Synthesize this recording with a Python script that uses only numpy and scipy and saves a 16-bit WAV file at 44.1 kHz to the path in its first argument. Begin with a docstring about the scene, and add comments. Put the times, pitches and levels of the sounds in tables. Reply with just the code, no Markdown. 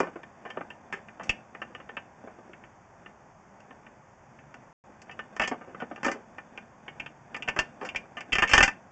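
"""Steel cable in a porcelain bowl

A steel cable with a small metal head is worked back and forth inside a porcelain bowl. It ticks, knocks
and chatters: bursts of force ring the bowl's modes, and a small hard room answers with a decaying tail.
Random catch-and-slip pulses make the sliding, shaped noise the steady hiss, and a faint hum swells twice.
The narrow-band microphone thumps on loud knocks and cuts out once."""
import sys
import numpy as np
from scipy import signal
from scipy.fft import rfft, irfft
from scipy.io import wavfile
from scipy.ndimage import uniform_filter1d

SR = 44100
rng = np.random.default_rng(int(sys.argv[2]) if len(sys.argv) > 2 else 0)


def master_out(mix):
    """Clip the mix to full scale and print it as 16-bit PCM to the path in sys.argv[1]."""
    frames = np.transpose(np.atleast_2d(mix))
    ceiling = np.clip(frames, -1, 1)
    pcm = np.round(ceiling * 32767).astype(np.int16)
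    wavfile.write(sys.argv[1], SR, pcm)


N = 392931
TIME = np.arange(N) / SR

# The cable or its head meets the porcelain. Each row: start in seconds, level in dB before the register
# levels, hardness in octaves above a dull thud, tick in dB relative to the level,
# chatter decay time in seconds (the bounces cap it).
CONTACTS = [(0.002, -19.5, 1.24, -20.5, 0.0027), (0.03, -30.5, 1.12, -29, 0.021),
            (0.069, -38.0, 1.16, -36, 0.0079), (0.157, -37, 0.86, -47, 0.012),
            (0.231, -47.5, 2.5, -20, 0.0052), (0.451, -41, 1.7, -29, 0.038),
            (0.502, -44, 2.8, -14.5, 0.0052), (0.571, -31, 1.14, -53, 0.0017),
            (0.608, -36.5, 1.36, -44, 0.0027), (0.702, -44, 3.06, -20, 0.001),
            (0.925, -35, 2.54, -17.5, 0.019), (1.084, -50, 2.96, -22, 0.0022),
            (1.196, -40.5, 1.74, -31, 0.025), (1.233, -52.5, 3.3, 0.5, 0.04),
            (1.293, -22, 3.92, -14, 0.0019), (1.548, -45.5, 2.37, -27, 0.0087),
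            (1.616, -37, 2.48, -25.5, 0.01), (1.749, -43, 2.9, -20, 0.0015), (1.8, -47, 1.9, -30, 0.0056),
            (1.891, -43.5, 2.2, -30, 0.0014), (1.967, -37.5, 2.96, -24, 0.003),
            (2.238, -43.5, 0.25, -37, 0.016), (2.273, -41.5, 0.9, -44, 0.023),
            (2.385, -47.5, 0.69, -31, 0.011), (2.493, -48, 0.2, -32, 0.03),
            (2.533, -51.5, 2.86, -25, 0.0035), (2.637, -52.5, 2.65, -35, 0.0032),
            (3.06, -48.5, 2.8, -38, 0.002), (3.602, -58.5, 2.55, -6.5, 0.0015),
            (3.707, -48.5, 2, -37, 0.0022), (3.865, -54, 2.85, -27, 0.003), (4.388, -55.5, 2.6, -22, 0.003),
            (4.541, -49.5, 2.6, -10.5, 0.0024), (4.892, -52, 0.12, -38.5, 0.0025),
            (5.017, -55, 3.2, 2, 0.0028), (5.094, -46, 2.5, -31, 0.011), (5.112, -47.5, 3.3, -13, 0.011),
            (5.191, -38.5, 2.3, -22.5, 0.007), (5.364, -40, 2.06, -10, 0.0016),
            (5.396, -26.5, 2.62, -16, 0.0016), (5.415, -28.0, 2.53, -14, 0.016),
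            (5.435, -32.5, 2.9, -14, 0.017), (5.475, -36, 2.7, -1, 0.0091), (5.513, -28, 1.1, -33, 0.014),
            (5.611, -47.5, 1.7, -37, 0.025), (5.675, -45.5, 0.9, -30, 0.041),
            (5.745, -41.5, 1.5, -39, 0.0089), (5.801, -44.5, 2.46, -19, 0.015),
            (5.82, -31.5, 1.29, -39, 0.0065), (5.912, -36, 0.97, -42, 0.0036),
            (5.959, -47.5, 3, -14, 0.003), (5.977, -46.5, 1.5, -33, 0.002), (6.031, -33.5, 2, -13, 0.0036),
            (6.045, -28.5, 2.2, -11.5, 0.027), (6.063, -25, 0.91, -17.5, 0.021),
            (6.081, -28, 2.03, -21, 0.0018), (6.115, -39, 2.3, -1.5, 0.011),
            (6.382, -41.5, 2.24, -24, 0.0015), (6.575, -40.0, 3.44, -18.5, 0.0048),
            (6.88, -42.0, 3.05, -25, 0.0022), (6.998, -34.5, 3.87, -22, 0.0017),
            (7.061, -42, 3.03, -21, 0.002), (7.344, -37.5, 2.96, -17.5, 0.006),
            (7.364, -42, 2.5, -7.5, 0.0035), (7.423, -34.5, 4, -18, 0.0016), (7.476, -36, 2.7, -23, 0.0075),
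            (7.485, -27, 3.1, -15, 0.0013), (7.562, -34, 2.03, -20, 0.022), (7.589, -23, 2.98, -8, 0.0057),
            (7.812, -37, 1.68, -25, 0.027), (7.83, -34.5, 0.82, -27, 0.019),
            (7.849, -42.5, 2.44, -6.5, 0.017), (7.889, -34.5, 4, -17, 0.002),
            (7.947, -38, 2.1, -22, 0.0046), (7.959, -28.5, 3.9, -13.5, 0.004),
            (8.169, -39.5, 2.73, -18.5, 0.019), (8.206, -42, 2.95, -7, 0.0037),
            (8.321, -29.5, 3.8, -22, 0.002), (8.328, -22.5, 3.68, -13.5, 0.00091),
            (8.353, -25.5, 3.1, -10.5, 0.0048), (8.383, -23.5, 3.08, -14.5, 0.0079),
            (8.421, -21, 2.6, -16.5, 0.014), (8.475, -33.5, 6, -10.5, 0.014),
            (8.492, -34.5, 2.94, -5, 0.034), (8.513, -27, 3.53, -11.5, 0.02),
            (8.534, -15.5, 2.7, -6, 0.012), (8.566, -27, 4.8, -16, 0.002),
            (8.578, -14.5, 2.48, -10, 0.0049), (8.605, -19, 2.86, -14.5, 0.0012),
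            (8.627, -18.5, 2.93, -5.5, 0.012), (8.677, -27, 2.8, -12.5, 0.0044)]
# Pitch ranges of a contact, from thud to tick. Each row: low edge in Hz, high edge in Hz, gain in dB.
REGISTERS = [(195.6, 676, 0.5), (765, 1293, 0), (1497, 2033, 2), (2240, 3145, 2), (4570, 7730, 0)]
ORDINARY_DB = -40   # level of an ordinary blow


def from_db(db):
    """Turn decibels into a gain."""
    return 10 ** (np.asarray(db) / 20)


def unit_energy(x):
    """Scale so that the squares sum to one."""
    return x / np.sqrt(np.sum(x ** 2) + 1e-20)


def filtered(x, hz, kind, order=2):
    """Butterworth filter that only looks back in time."""
    return signal.sosfilt(signal.butter(order, hz, kind, fs=SR, output="sos"), x)


def dying(t, t60):
    """Envelope that falls 60 dB in t60 seconds."""
    return np.exp(-np.log(1000) * t / t60)


def loudest(x, size=353):
    """Highest rms over any 8 ms."""
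    mean_square = uniform_filter1d(x ** 2, size)
    return np.sqrt(mean_square.max() + 1e-20)


def coloured(x, spectrum):
    """The signal shaped by a spectrum, at rms 1."""
    hz, db = np.transpose(spectrum)
    bins = np.maximum(np.fft.rfftfreq(N, 1 / SR), 1)
    gain = from_db(np.interp(np.log(bins), np.log(hz), db))
    return np.sqrt(N) * unit_energy(irfft(rfft(x) * gain, N))


def contact_force(t, chatter_s, bounces_per_s=1500, bounce=0.34, clean_s=0.0038):
    """A first touch, then the strands skip over the glaze in bounces that die away."""
    longest_chatter_s = 0.035
    skips = (rng.random(len(t)) < bounces_per_s / SR) * rng.standard_normal(len(t))
    looseness = chatter_s ** 2 / (chatter_s ** 2 + clean_s ** 2)   # a short clean blow hardly bounces
    fading = np.exp(-t / np.clip(chatter_s, 1e-4, longest_chatter_s))
    force = bounce * looseness * skips * fading
    force[0] = 1
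    return force


def mode_rings(t):
    """The bowl and the metal head vibrate in modes: one dying sine for each, as rows."""
    # Each row: frequency in Hz, relative level in dB, 60 dB decay time in seconds before cable damping.
    modes = [(168, -6, .15), (245, -11, .15), (355, -6, .15), (395, -9, .13), (560, -6, .13),
             (650, -9, .12), (785, -7, .14), (828, -8, .15), (968, -9, .12), (1097, -7, .14),
             (1214, -3, .15), (1303, -3, .11), (1465, -2, .12), (1512, -5, .12), (1578, -6, .13),
             (1788, 8, .17), (1850, -4, .12), (2006, -3, .12), (2207, -2, .11), (2405, 2, .095),
             (2636, 3, .095), (2788, -2, .1), (2890, -6, .09), (3130, -5, .08), (3510, 0, .05)]
    hz, db, t60 = np.transpose(modes)[:, :, None]
    return from_db(db) * dying(t, t60) * np.sin(2 * np.pi * hz * t)


def bowl_response(t, rings, damping_s, crack_db, spot_db=5.5, crack_t60=0.078, crack_hz=2800):
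    """Each spot excites the modes differently; reflections inside the bowl add a short dense crack."""
    signs = rng.choice([-1, 1], len(rings))
    strength = from_db(spot_db * rng.standard_normal(len(rings))) * signs
    burst = rng.standard_normal(len(t)) * dying(t, crack_t60)
    crack = filtered(burst, crack_hz, "low", order=1)
    response = unit_energy(strength @ rings) + from_db(crack_db) * unit_energy(crack)
    # the cable lying against the glaze shortens the ring
    return response * dying(t, damping_s)


def register_levels(hardness, spring, tick_db):
    """A hump of dB that climbs with hardness and thins to a ping, with the tick of steel on top."""
    below_db_per_oct2, above_db_per_oct, ping_db_per_oct = 0.74, 11, 12
    low, high, gain_db = np.transpose(REGISTERS)
    centre = np.sqrt(low * high)[:-1]
    octaves = np.log2(centre / centre[0])
    above = octaves - min(hardness, octaves[-1])
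    fall_below = spring * below_db_per_oct2 * above ** 2   # strong blows thud less
    hump_db = -np.where(above < 0, fall_below, above_db_per_oct * above)
    # the hardest touches are thin pings: the registers below the highest ringing one drop away,
    # leaving clink and tick
    hump_db[:-1] -= ping_db_per_oct * max(hardness - octaves[-1], 0)
    return np.append(hump_db, tick_db) + gain_db


def settling():
    """After some contacts the slack cable settles with a faint, soft thud, given as a contact row."""
    share, early_s, late_s = 0.3, 0.04, 0.1
    settle_db, follows = -54.5, 0.82   # level after an ordinary blow, dB per dB of the blow
    hardness, tick_db, chatter_s = 0.86, -33, 0.038
    draws = rng.random((len(CONTACTS), 2))
    thuds = []
    for (s, level_db, *_), (chance, wait) in zip(CONTACTS, draws):
        if chance < share:
            start_s = s + early_s + (late_s - early_s) * wait
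            thud_db = settle_db + follows * (level_db - ORDINARY_DB)
            thuds.append((start_s, thud_db, hardness, tick_db, chatter_s))
    return thuds


def knocks():
    """Soft cable blows favour the low registers of the bowl, hard metal ones the high."""
    damping_t60_s, spring_doubles_db = 0.26, 20
    cling_s = 0.023   # a chattering cable clings: at this chatter time the damping time is halved
    crack_top_db, purity_db_per_oct = 3, 1.34   # harder contacts crack less against the modes
    t = np.arange(SR // 4) / SR
    out, rings = np.zeros(N + SR), mode_rings(t)
    bank = [signal.butter(3, (low, high), "band", fs=SR, output="sos") for low, high, _ in REGISTERS]
    for s, level_db, hardness, tick_db, chatter_s in list(CONTACTS) + settling():
        # stronger blows spring clear of the glaze, so they ring longer
        spring = 2 ** ((level_db - ORDINARY_DB) / spring_doubles_db)
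        damping_s = damping_t60_s * spring / (1 + chatter_s / cling_s)
        crack_db = crack_top_db - purity_db_per_oct * hardness
        bowl = bowl_response(t, rings, damping_s, crack_db)
        blow = signal.fftconvolve(contact_force(t, chatter_s), bowl)[:len(t)]
        start = max(round(s * SR), 0)
        for sos, register_db in zip(bank, register_levels(hardness, spring, tick_db)):
            part = signal.sosfilt(sos, blow)
            out[start:start + len(t)] += from_db(level_db + register_db) * part / loudest(part)
    return out[:N]


def room(x, wall_hz=3000, build_s=0.012):
    """A dull diffuse tail that builds up as the walls answer, then dies away."""
    room_t60_s, room_db = 0.19, -14.5
    t = np.arange(SR // 2) / SR
    build_up = 1 - np.exp(-t / build_s)
    tail = rng.standard_normal(len(t)) * dying(t, room_t60_s) * build_up
    reflections = signal.fftconvolve(x, unit_energy(tail))[:N]
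    return from_db(room_db) * filtered(reflections, wall_hz, "low", order=1)


def cable_motion(count=2000):
    """The cable slides around every contact, more briskly for a strong one, and creeps in between."""
    slide_db, follows = -54.5, 0.3   # level at an ordinary blow, dB per dB of the blow
    stroke_s, lag_s, creep_db = 0.11, 0.0067, -66.5   # at stroke_s from its peak a stroke is halved
    s, level_db = np.transpose(CONTACTS)[:2, :, None]
    t = np.linspace(0, N / SR, count)
    peak = from_db(slide_db + follows * (level_db - ORDINARY_DB))
    strokes = peak / (1 + ((t - s - lag_s) / stroke_s) ** 2)
    return np.interp(TIME, t, np.hypot(strokes.max(axis=0), from_db(creep_db)))


def slide(slips_per_s=500, damping_s=0.036):
    """The twisted strands catch and slip on the glaze, and every slip stirs the damped bowl."""
    # Each row: frequency in Hz, relative gain in dB.
    slide_colour = [(100, -22.5), (220, 6.5), (500, -4.5), (1100, -7), (2000, -11.5), (2900, -18),
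                    (3700, -25.5), (7000, -20.5)]
    t = np.arange(SR // 4) / SR
    slips = rng.choice([-1, 1], N) * (rng.random(N) < slips_per_s / SR)
    bowl = bowl_response(t, mode_rings(t), damping_s, crack_db=9.5)
    rub = signal.fftconvolve(slips, bowl)[:N]
    return cable_motion() * coloured(rub, slide_colour)


def hiss(level_db=-56):
    """Steady background: random noise shaped by a fixed spectrum."""
    # Each row: frequency in Hz, relative level in dB per Hz.
    hiss_colour = [(15, -48), (25, -13.5), (128, 0.5), (219, -5), (301, -10.5), (340, -9.5), (434, -5.5),
                   (467, -20), (502, -5.5), (880, -2.5), (1430, -11.5), (1970, -14), (3890, -35),
                   (6660, -23.5), (8500, -40.5), (11000, -85), (18700, -120)]
    return from_db(level_db) * coloured(rng.standard_normal(N), hiss_colour)


def hum(hum_hz=143.8, width_hz=8):
    """Noise through a narrow resonance: a low, unsteady tone that rises, holds and fades."""
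    # Each row: start of the hold in seconds, length of the hold in seconds, level in dB.
    swells = [(4.315, 0.15, -59), (6.9, 0.96, -61.5)]
    rise_db_per_s, fade_db_per_s = 86, 29
    resonance = signal.iirpeak(hum_hz, hum_hz / width_hz, fs=SR)
    tone = signal.lfilter(*resonance, rng.standard_normal(N))
    level = np.zeros(N)
    for s, length, db in swells:
        rise_db = rise_db_per_s * np.maximum(s - TIME, 0)
        fade_db = fade_db_per_s * np.maximum(TIME - s - length, 0)
        level += from_db(db - rise_db - fade_db)
    return level * np.sqrt(N) * unit_energy(filtered(tone, 300, "low"))


def scene():
    """Knocks with their room tail, over the sliding cable, the hiss and the hum."""
    hits = knocks()
    return (hits + room(hits) + slide() + hiss() + hum())[None]


def record(dry, lopsided=5.1, knee=0.29, bright_hz=2000, thump_hz=600, coupling_hz=24, null_width_hz=900):
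    """Bright peaks overload the microphone on one side, which thumps; it has a treble null and cuts out once."""
    overload, null_hz, cutoff_hz = 0.72, 4000, 9600   # cutoff: 60 dB down from here up
    dropout_start_s, dropout_end_s = 4.729, 4.839
    bright = filtered(dry, bright_hz, "high")
    rectified = lopsided * bright ** 2 / (1 + (bright / knee) ** 2)
    thump = filtered(filtered(rectified, thump_hz, "low", order=1), coupling_hz, "high")
    x = dry + thump
    x = x / (1 + (x / overload) ** 4) ** 0.25   # soft limit on both sides
    x = signal.lfilter(*signal.iirnotch(null_hz, null_hz / null_width_hz, fs=SR), x)
    x = x * ((TIME < dropout_start_s) | (TIME > dropout_end_s))
    return signal.sosfilt(signal.cheby2(10, 60, cutoff_hz, fs=SR, output="sos"), x)


dry = scene()
out = record(dry)
master_out(out)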